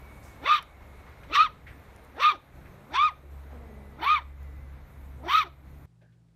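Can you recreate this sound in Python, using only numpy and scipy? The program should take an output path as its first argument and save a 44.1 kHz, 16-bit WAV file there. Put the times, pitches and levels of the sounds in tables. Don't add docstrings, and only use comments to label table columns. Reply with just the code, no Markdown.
import sys
import numpy as np
from scipy import signal
from scipy.fft import rfft, irfft, next_fast_len
from scipy.io import wavfile
from scipy.ndimage import uniform_filter1d, minimum_filter1d, map_coordinates

SR = 44100
rng = np.random.default_rng(int(sys.argv[2]) if len(sys.argv) > 2 else 0)


def wrap_up_sound(samples):
    columns = np.atleast_2d(samples).T
    tamed = np.clip(columns, -1, 1)
    steps = np.round(tamed * 32767).astype(np.int16)
    wavfile.write(sys.argv[1], SR, steps)


N = 280076
T = np.arange(N) / SR
CUT_S = 5.857

# time in seconds, rush level in dB, hiss level in dB.
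OUTDOOR_LEVELS = [(0, -54, -69), (.84, -54.5, -72), (4.17, -58, -74), (5.8, -60, -73.5)]
# frequency in Hz, relative level in dB.
RUMBLE_SPECTRUM = [(8.8, -31.5), (30, -12), (45, -5), (64, -7.5), (97, -9.5), (252, -21), (300, -18),
                   (390, -38), (660, -120)]
RUSH_SPECTRUM = [(150, -27.5), (200, -4), (300, -4), (450, -0.5), (1250, -5.5), (1700, -9), (2200, -9),
                 (3000, -20.5), (3900, -19.5), (4800, -28), (7000, -30), (9000, -120)]
HISS_SPECTRUM = [(2940, -31), (5000, -14), (6610, -1.5), (7720, -1.5), (9460, 0), (10300, -2.5),
                 (13000, 5.5), (15500, -11.5)]
RUMBLE_DB = -52.3
# time in seconds, level in dB.
ENGINE_LEVELS = [(0, -49), (.7, -60.5), (.8, -50), (1.3, -58.5), (1.6, -50.5), (2.35, -62), (2.55, -54.5),
                 (2.88, -82), (2.93, -46), (3.15, -55), (3.3, -43), (4.0, -50), (4.25, -41), (4.78, -43.5),
                 (4.85, -56.5), (5.05, -42.5), (5.35, -49.5), (5.85, -50)]
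ENGINE_OCTAVE_LEVELS = [(0, -62.5), (2.4, -69.5), (2.6, -60), (4.4, -56.5), (5.85, -56)]
ENGINE_HZ = 69
# time in seconds, pitch in Hz, peak level in dB.
WHINE_PATH = [(0, 2248, -59), (1.2, 2170, -65.5), (2.5, 2143, -77), (3.5, 1992, -82), (3.7, 2014, -64.5),
              (4.7, 2023, -66), (4.9, 2022, -81), (5.75, 2010, -73.5)]

# start in seconds, relative level in dB, centre in Hz, width in Hz, time to fall 12 dB in seconds.
SCUFF_EVENTS = [(0.225, -61, 6600, 6040, 0.13), (1.058, -54, 1160, 1170, 0.094),
                (1.232, -53, 1920, 1460, 0.027), (1.664, -45.5, 1885, 890, 0.057),
                (2.654, -55, 1855, 908, 0.043), (3.229, -51, 343.4, 300.5, 0.08),
                (3.503, -53, 597, 986, 0.11), (6.01, -69, 1618, 264.5, 0.12),
                (6.014, -72, 2014, 2080, 0.041), (6.016, -62, 524, 299, 0.051),
                (6.121, -73, 2000, 1980, 0.026), (6.285, -77, 2154, 2486, 0.0081)]
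# start in seconds, relative level in dB, centre in Hz.
TICK_EVENTS = [(0.627, -32.5, 8510), (1.9629, -42, 6180), (1.9813, -56, 6690), (2.041, -47.5, 9225),
               (2.049, -45.5, 10760), (4.4308, -48, 7946)]

# full voice in seconds, lead-in in seconds, hold in seconds, start in Hz,
# resting pitch in Hz, full-voice pitch in Hz, end in Hz, then murmur, full and end level in dB before the partials.
GROWL_CALLS = [(.435, 0.067, 0.049, 201.5, 201.8, 286.3, 663, -75, -49.5, -39.5),
               (1.32, 0.07, 0.024, 223.9, 225.6, 310.7, 480, -66.5, -46.5, -50),
               (2.171, .06, .042, 169.8, 169.7, 290.4, 630.4, -73, -53, -40),
               (2.335, .055, 0.029, 459.2, 449.4, 391.6, 270.5, -77, -49, -56),
               (2.925, .375, .02, 163.8, 194.2, 301.4, 389.8, -64.5, -51.5, -50),
               (4.018, .5, 0.0268, 242.5, 200.4, 350, 462.6, -59.5, -43.5, -53.5),
               (5.24, 0.072, 0.043, 223.9, 222.7, 294.2, 366.3, -63, -49.5, -44),
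               (5.45, 0.049, 0.028, 473.6, 461.7, 367.4, 344.5, -85.5, -50, -54)]
GROWL_PARTIAL_LEVELS = [3.5, 4, 2.5, -4, -11, -13, -16.5, -23]
GROWL_SWELL_S = .05
GROWL_STOP_S, GROWL_STOP_DB = 0.022, -61
GROWL_CREEP_S, GROWL_CREEP = .14, .3

# onset in seconds; from there to loudest, to highest and
# length, in seconds; onset, highest and end pitch in Hz; roundness of the rise; tone in dB; swell from the onset
# and fade to the end in dB; rasp in dB; burst of rasp at the break in dB; onset to burst in seconds;
# mouth in dB; breath in dB.
YELP_CALLS = [(0.462, 0.055, 0.09, 0.13, 1040, 1223, 1083, 3.1, -14.5, 14.5, 16.5, -23.5, -37.5, 0.0088, -18.5, -32),
              (1.331, .02, 0.0225, .026, 1270, 1385, 1360, 1.35, -24.5, 5.5, 2, -33.5, -22.5, 0.03, -15.5, -26),
              (1.354, 0.055, 0.082, .12, 1094, 1317, 975, 1.15, -12.5, 10, 23.5, -27, -23.5, .002, -17.5, -33),
              (2.199, 0.054, 0.078, 0.12, 1021, 1246, 1118, 1.7, -14, 22.5, 10, -25.5, -26, 0.031, -15.5, -33.5),
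              (2.946, 0.083, 0.12, .145, 899.3, 1240, 1045, 2.2, -15.5, 11.5, 14, -35.5, -27, 0.014, -15, -37.5),
              (4.029, 0.079, 0.1, 0.16, 857.4, 1245, 999.7, 1.9, -17, 11, 12.5, -31, -34.5, .015, -20, -25.5),
              (5.286, 0.082, .09, 0.15, 935, 1293, 1018, 1.67, -15, 14.5, 18, -25.5, -33.5, 0.037, -15.5, -24.5)]
YELP_OVERTONE_LEVELS = [2.5, -5, -15, -18, -23]
# centre in Hz, width in Hz, relative level in dB.
THROAT_MODES = [(1331, 300, 6), (1865, 510, -2.5), (2408, 450, -1.5), (3060, 580, -7.5), (3590, 490, 2.5),
                (4340, 540, -6.5)]
MOUTH_MODES = [(4664, 820, -3.5), (5704, 900, -3.5), (8260, 1200, -18)]
TEETH_MODES = [(9190, 330, -4), (11600, 1700, -7), (14500, 1400, 0)]
# seconds before the onset (attack) or after the end (release), relative level in dB.
YELP_ATTACK = [(0, 0), (.011, -17), (.035, -27), (.06, -59.5)]
YELP_RELEASE = [(0, 0), (.01, -19), (.04, -24), (.065, -60)]
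EFFORT_BEND, FALL_BEND = 1.44, 1.9
CLIMB_HZ_PER_S, DROP_HZ_PER_S = 5000, 12000
RASP_SWELLS, RASP_FADES, RASP_EDGE = 0.66, 0.61, .75
BURST_S = .018
MOUTH_FLICKER_DB = 2.5

# frequency in Hz, time for the echo to fall 60 dB in seconds.
ECHO_DECAY = [(500, 0.74), (1200, 0.27), (4000, 0.34), (10000, 0.084)]
ECHO_DB, ECHO_DELAY = -25.5, 700
RAIL_HZ, RAIL_WIDTH_HZ, RAIL_DB = 1235, 15, -5.5

# frequency in Hz, relative level in dB.
ROOM_SPECTRUM = [(20, -30.5), (50, -9), (120, -2.5), (200, -8), (500, -18.5), (900, -24), (2500, -32.5),
                 (5000, -36), (9000, -39), (15000, -51)]
ROOM_DB = -68.5
# frequency in Hz, level in dB.
MAINS_LINES = [(59.2, -69.5), (118.4, -64.5), (166.9, -67.5)]

DUCK_DB, DUCK_ABOVE_DB, DUCK_HOLD_S = 3.5, -31, .21
TOP_HZ = 15600


def amp(db):
    return 10 ** (np.asarray(db) / 20)


def unit(x):
    return x / np.sqrt(np.mean(x ** 2) + 1e-20)


def along(points, hz):
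    f, value = np.transpose(points)
    return np.interp(np.log(hz + 1), np.log(f + 1), value)


def curves(rows, t=T):
    s, *columns = np.transpose(rows)
    return [np.interp(t, s, column) for column in columns]


def wobble(rate):
    knots = rng.standard_normal(int(N * rate / SR) + 4)
    return map_coordinates(knots, [T * rate])


def turning(hz):
    return 2 * np.pi * np.cumsum(hz) / SR


def filtered(x, response):
    m = next_fast_len(len(x) + SR // 2)
    return irfft(rfft(x, m) * response(np.fft.rfftfreq(m, 1 / SR)), m)[:len(x)]


def resonance(f, hz, width_hz):
    return 1j * f * width_hz / (hz * hz - f * f + 1j * f * width_hz)


def rush(spectrum, patchy_db):
    z = signal.stft(rng.standard_normal(N), nperseg=512)[2]
    field = uniform_filter1d(rng.standard_normal(z.shape), size=6, axis=0)
    field = uniform_filter1d(field, size=12, axis=1)
    patchy = signal.istft(z * amp(patchy_db * unit(field)), nperseg=512)[1][:N]
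    return unit(filtered(patchy, lambda hz: amp(along(spectrum, hz))))


def open_air():
    rush_db, hiss_db = curves(OUTDOOR_LEVELS)
    air = amp(RUMBLE_DB + 2.2 * wobble(4.1)) * rush(RUMBLE_SPECTRUM, patchy_db=0.5)
    air += amp(rush_db + 0.34 * wobble(12)) * rush(RUSH_SPECTRUM, patchy_db=0.67)
    air += amp(hiss_db + 0.64 * wobble(4)) * rush(HISS_SPECTRUM, patchy_db=3.2)
    return air


def far_engine():
    firing = turning(ENGINE_HZ * (1 + .012 * wobble(9)))
    drone = np.zeros(N)
    for k, db in enumerate(curves(ENGINE_LEVELS) + curves(ENGINE_OCTAVE_LEVELS)):
        drone += np.sqrt(2) * amp(db + 0.71 * wobble(11)) * np.sin((k + 1) * firing)
    return drone


def whine():
    hz, db = curves(WHINE_PATH)
    return amp(db + 1.3 * wobble(29)) * np.sin(turning(hz + 40 * wobble(60)))


def outdoors():
    return (open_air() + far_engine() + whine()) * (T < CUT_S)


def small_sounds():
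    out, t = np.zeros(N + SR), T[:SR // 4]
    for s, db, hz, width_hz, length in SCUFF_EVENTS:
        noise = rng.standard_normal(len(t))
        grain = unit(filtered(noise, lambda f: resonance(f, hz, width_hz) ** 2))
        rise = 1 - np.exp(-t / (0.057 * length))
        out[round(s * SR):][:len(t)] += amp(db - 12 * (t / length) ** 1.4) * rise * grain
    for s, db, hz in TICK_EVENTS:
        crack = rng.standard_normal(len(t)) * amp(-60 * t / 0.0022)
        out[round(s * SR):][:len(t)] += amp(db) * filtered(crack, lambda f: resonance(f, hz, 1.4 * hz) ** 2)
    return out[:N]


def growl_shape(full, lead, held, start_hz, low_hz, full_hz, end_hz, murmur_db, full_db, end_db):
    crept_hz = low_hz + GROWL_CREEP * (full_hz - low_hz)
    return [(full - lead, start_hz, murmur_db),
            (full - min(GROWL_CREEP_S, .98 * lead), low_hz, murmur_db),
            (full - GROWL_SWELL_S, crept_hz, murmur_db),
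            (full, full_hz, full_db),
            (full + held, end_hz, end_db),
            (full + held + GROWL_STOP_S, end_hz, GROWL_STOP_DB)]


def growl_controls():
    shapes = [growl_shape(*row) for row in GROWL_CALLS]
    sounding = sum((T >= rows[0][0]) & (T <= rows[-1][0]) for rows in shapes) > 0
    hz, level_db = [uniform_filter1d(c, size=250) for c in curves(sum(shapes, []))]
    return uniform_filter1d(1. * sounding, size=1100), hz, level_db


def growls():
    sounding, hz, level_db = growl_controls()
    phase = turning(hz * (1 + .045 * wobble(140)))
    stack = np.zeros(N)
    for k, db in enumerate(GROWL_PARTIAL_LEVELS):
        smear = 1 / (1 + .7 * k) + .45 * wobble(200)
        stack += amp(db) * smear * np.sin((k + 1) * phase)
    return sounding * np.sqrt(2) * amp(level_db) * stack


def tract(f, modes):
    return sum((-1) ** k * amp(db) * resonance(f, c, w) ** 2 for k, (c, w, db) in enumerate(modes))


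def through(x, modes):
    return unit(filtered(x, lambda f: tract(f, modes)))


def arch(t, top, length, gain, loss, bend_up, bend_down):
    before = np.clip(1 - t / top, 0, 1)
    after = np.clip((t - top) / (length - top), 0, 1)
    return -gain * before ** bend_up - loss * after ** bend_down


def yelp_controls():
    (onset, loudest, highest, length, from_hz, top_hz, end_hz, bend,
     tone_db, swell_db, fade_db, rasp_db, burst_db, burst_s,
     mouth_db, breath_db) = np.transpose(YELP_CALLS)[..., None]
    t = T - onset
    edges, = np.add(curves(YELP_ATTACK, -t), curves(YELP_RELEASE, t - length))
    effort = arch(t, loudest, length, swell_db, fade_db, EFFORT_BEND, EFFORT_BEND)
    slides = CLIMB_HZ_PER_S * np.clip(-t, 0, .06) + DROP_HZ_PER_S * np.clip(t - length, 0, .06)
    pitch_arch = arch(t, highest, length, top_hz - from_hz, top_hz - end_hz, bend, FALL_BEND)
    hz = top_hz + pitch_arch - slides
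    burst = amp(burst_db) * np.exp(-((t - burst_s) / BURST_S) ** 2)
    follows = np.where(t < loudest, RASP_SWELLS, RASP_FADES)
    rasp = 20 * np.log10(amp(rasp_db + follows * effort + RASP_EDGE * edges) + burst)
    tone = tone_db + effort + edges
    strongest = tone.argmax(axis=0)[None]
    controls = np.broadcast_arrays(edges > -59, hz, tone, rasp, mouth_db, breath_db)
    chosen = [np.take_along_axis(c, strongest, axis=0)[0] for c in controls]
    return [uniform_filter1d(1. * c, size=250) for c in chosen]


def yelp_voice(phase, hz, tone_db, rough):
    voice = amp(tone_db + 1.5 - 5 * rough * wobble(260) ** 2) * np.sin(phase)
    for k, db in enumerate(YELP_OVERTONE_LEVELS, start=2):
        flicker = 1 - .5 * rough + .8 * rough * wobble(300)
        lift = (0.07 + np.abs(tract(k * hz, THROAT_MODES))) ** .5
        level = amp(db - 16 + 0.78 * tone_db + 3.8 * wobble(60))
        voice += level * flicker * lift * np.sin(k * phase)
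    return voice


def yelp_breath(phase, mouth_db, breath_db, rough):
    puffs = rng.standard_normal(N) * (1 + .8 * np.sin(phase)) * amp(1.5 * wobble(150))
    mouth_gain = amp(mouth_db - 3.5 + 5.6 * rough + MOUTH_FLICKER_DB * wobble(30))
    teeth_gain = amp(breath_db + 2.0 + 2.6 * wobble(30))
    breath = through(puffs, THROAT_MODES)
    breath += mouth_gain * through(puffs, MOUTH_MODES)
    breath += teeth_gain * through(puffs, TEETH_MODES)
    return breath


def uneven_cycles(phase):
    halves = wobble(120) * np.sin(3 * phase / 2) + wobble(120) * np.sin(5 * phase / 2)
    flap = turning(300 + 90 * wobble(25))
    torn = sum(wobble(70) * np.sin(k * phase + side * flap) for k in (2, 3) for side in (-1, 1))
    return 0.55 * halves + 0.62 * torn


def yelps():
    sounding, hz, tone_db, rasp_db, mouth_db, breath_db = yelp_controls()
    rough = np.clip(amp(rasp_db - tone_db), 0, 1) ** .5
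    phase = turning(hz * (1 + .03 * rough * wobble(400)))
    voice = yelp_voice(phase, hz, tone_db, rough)
    rasp = yelp_breath(phase, mouth_db, breath_db, rough) + uneven_cycles(phase)
    return sounding * (np.sqrt(2) * voice + amp(rasp_db - 3) * rasp)


def fence_rail(x):
    return amp(RAIL_DB) * filtered(x, lambda f: resonance(f, RAIL_HZ, RAIL_WIDTH_HZ))


def yard_echo(x):
    hz, t, z = signal.stft(rng.standard_normal(SR // 2), SR, nperseg=256)
    decay = amp(-60 * t / along(ECHO_DECAY, hz)[:, None])
    tail = signal.istft(z * decay, SR, nperseg=256)[1]
    delayed = np.pad(x, (ECHO_DELAY, 0))
    return amp(ECHO_DB) * signal.fftconvolve(delayed, tail / np.linalg.norm(tail))[:N]


def room():
    hum = sum(np.sqrt(2) * amp(db + 2.8 * wobble(5)) * np.sin(2 * np.pi * hz * T) for hz, db in MAINS_LINES)
    indoor_air = amp(ROOM_DB) * rush(ROOM_SPECTRUM, patchy_db=.6)
    return (hum + indoor_air) * (T >= CUT_S)


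def scene():
    background = outdoors() + small_sounds()
    puppy = growls() + yelps()
    return (background + puppy + fence_rail(puppy) + yard_echo(puppy) + room())[None]


def record(dry):
    level = np.sqrt(np.abs(uniform_filter1d(dry[0] ** 2, size=800)))
    quiet = 1. * (level < amp(DUCK_ABOVE_DB))
    hold = round(DUCK_HOLD_S * SR)
    open_gain = minimum_filter1d(quiet, size=hold, origin=(hold - 1) // 2)
    gain = amp(-DUCK_DB * (1 - uniform_filter1d(open_gain, size=1200)))
    return filtered(gain * dry[0], lambda hz: hz < TOP_HZ)[None]


dry = scene()
out = record(dry)
wrap_up_sound(out)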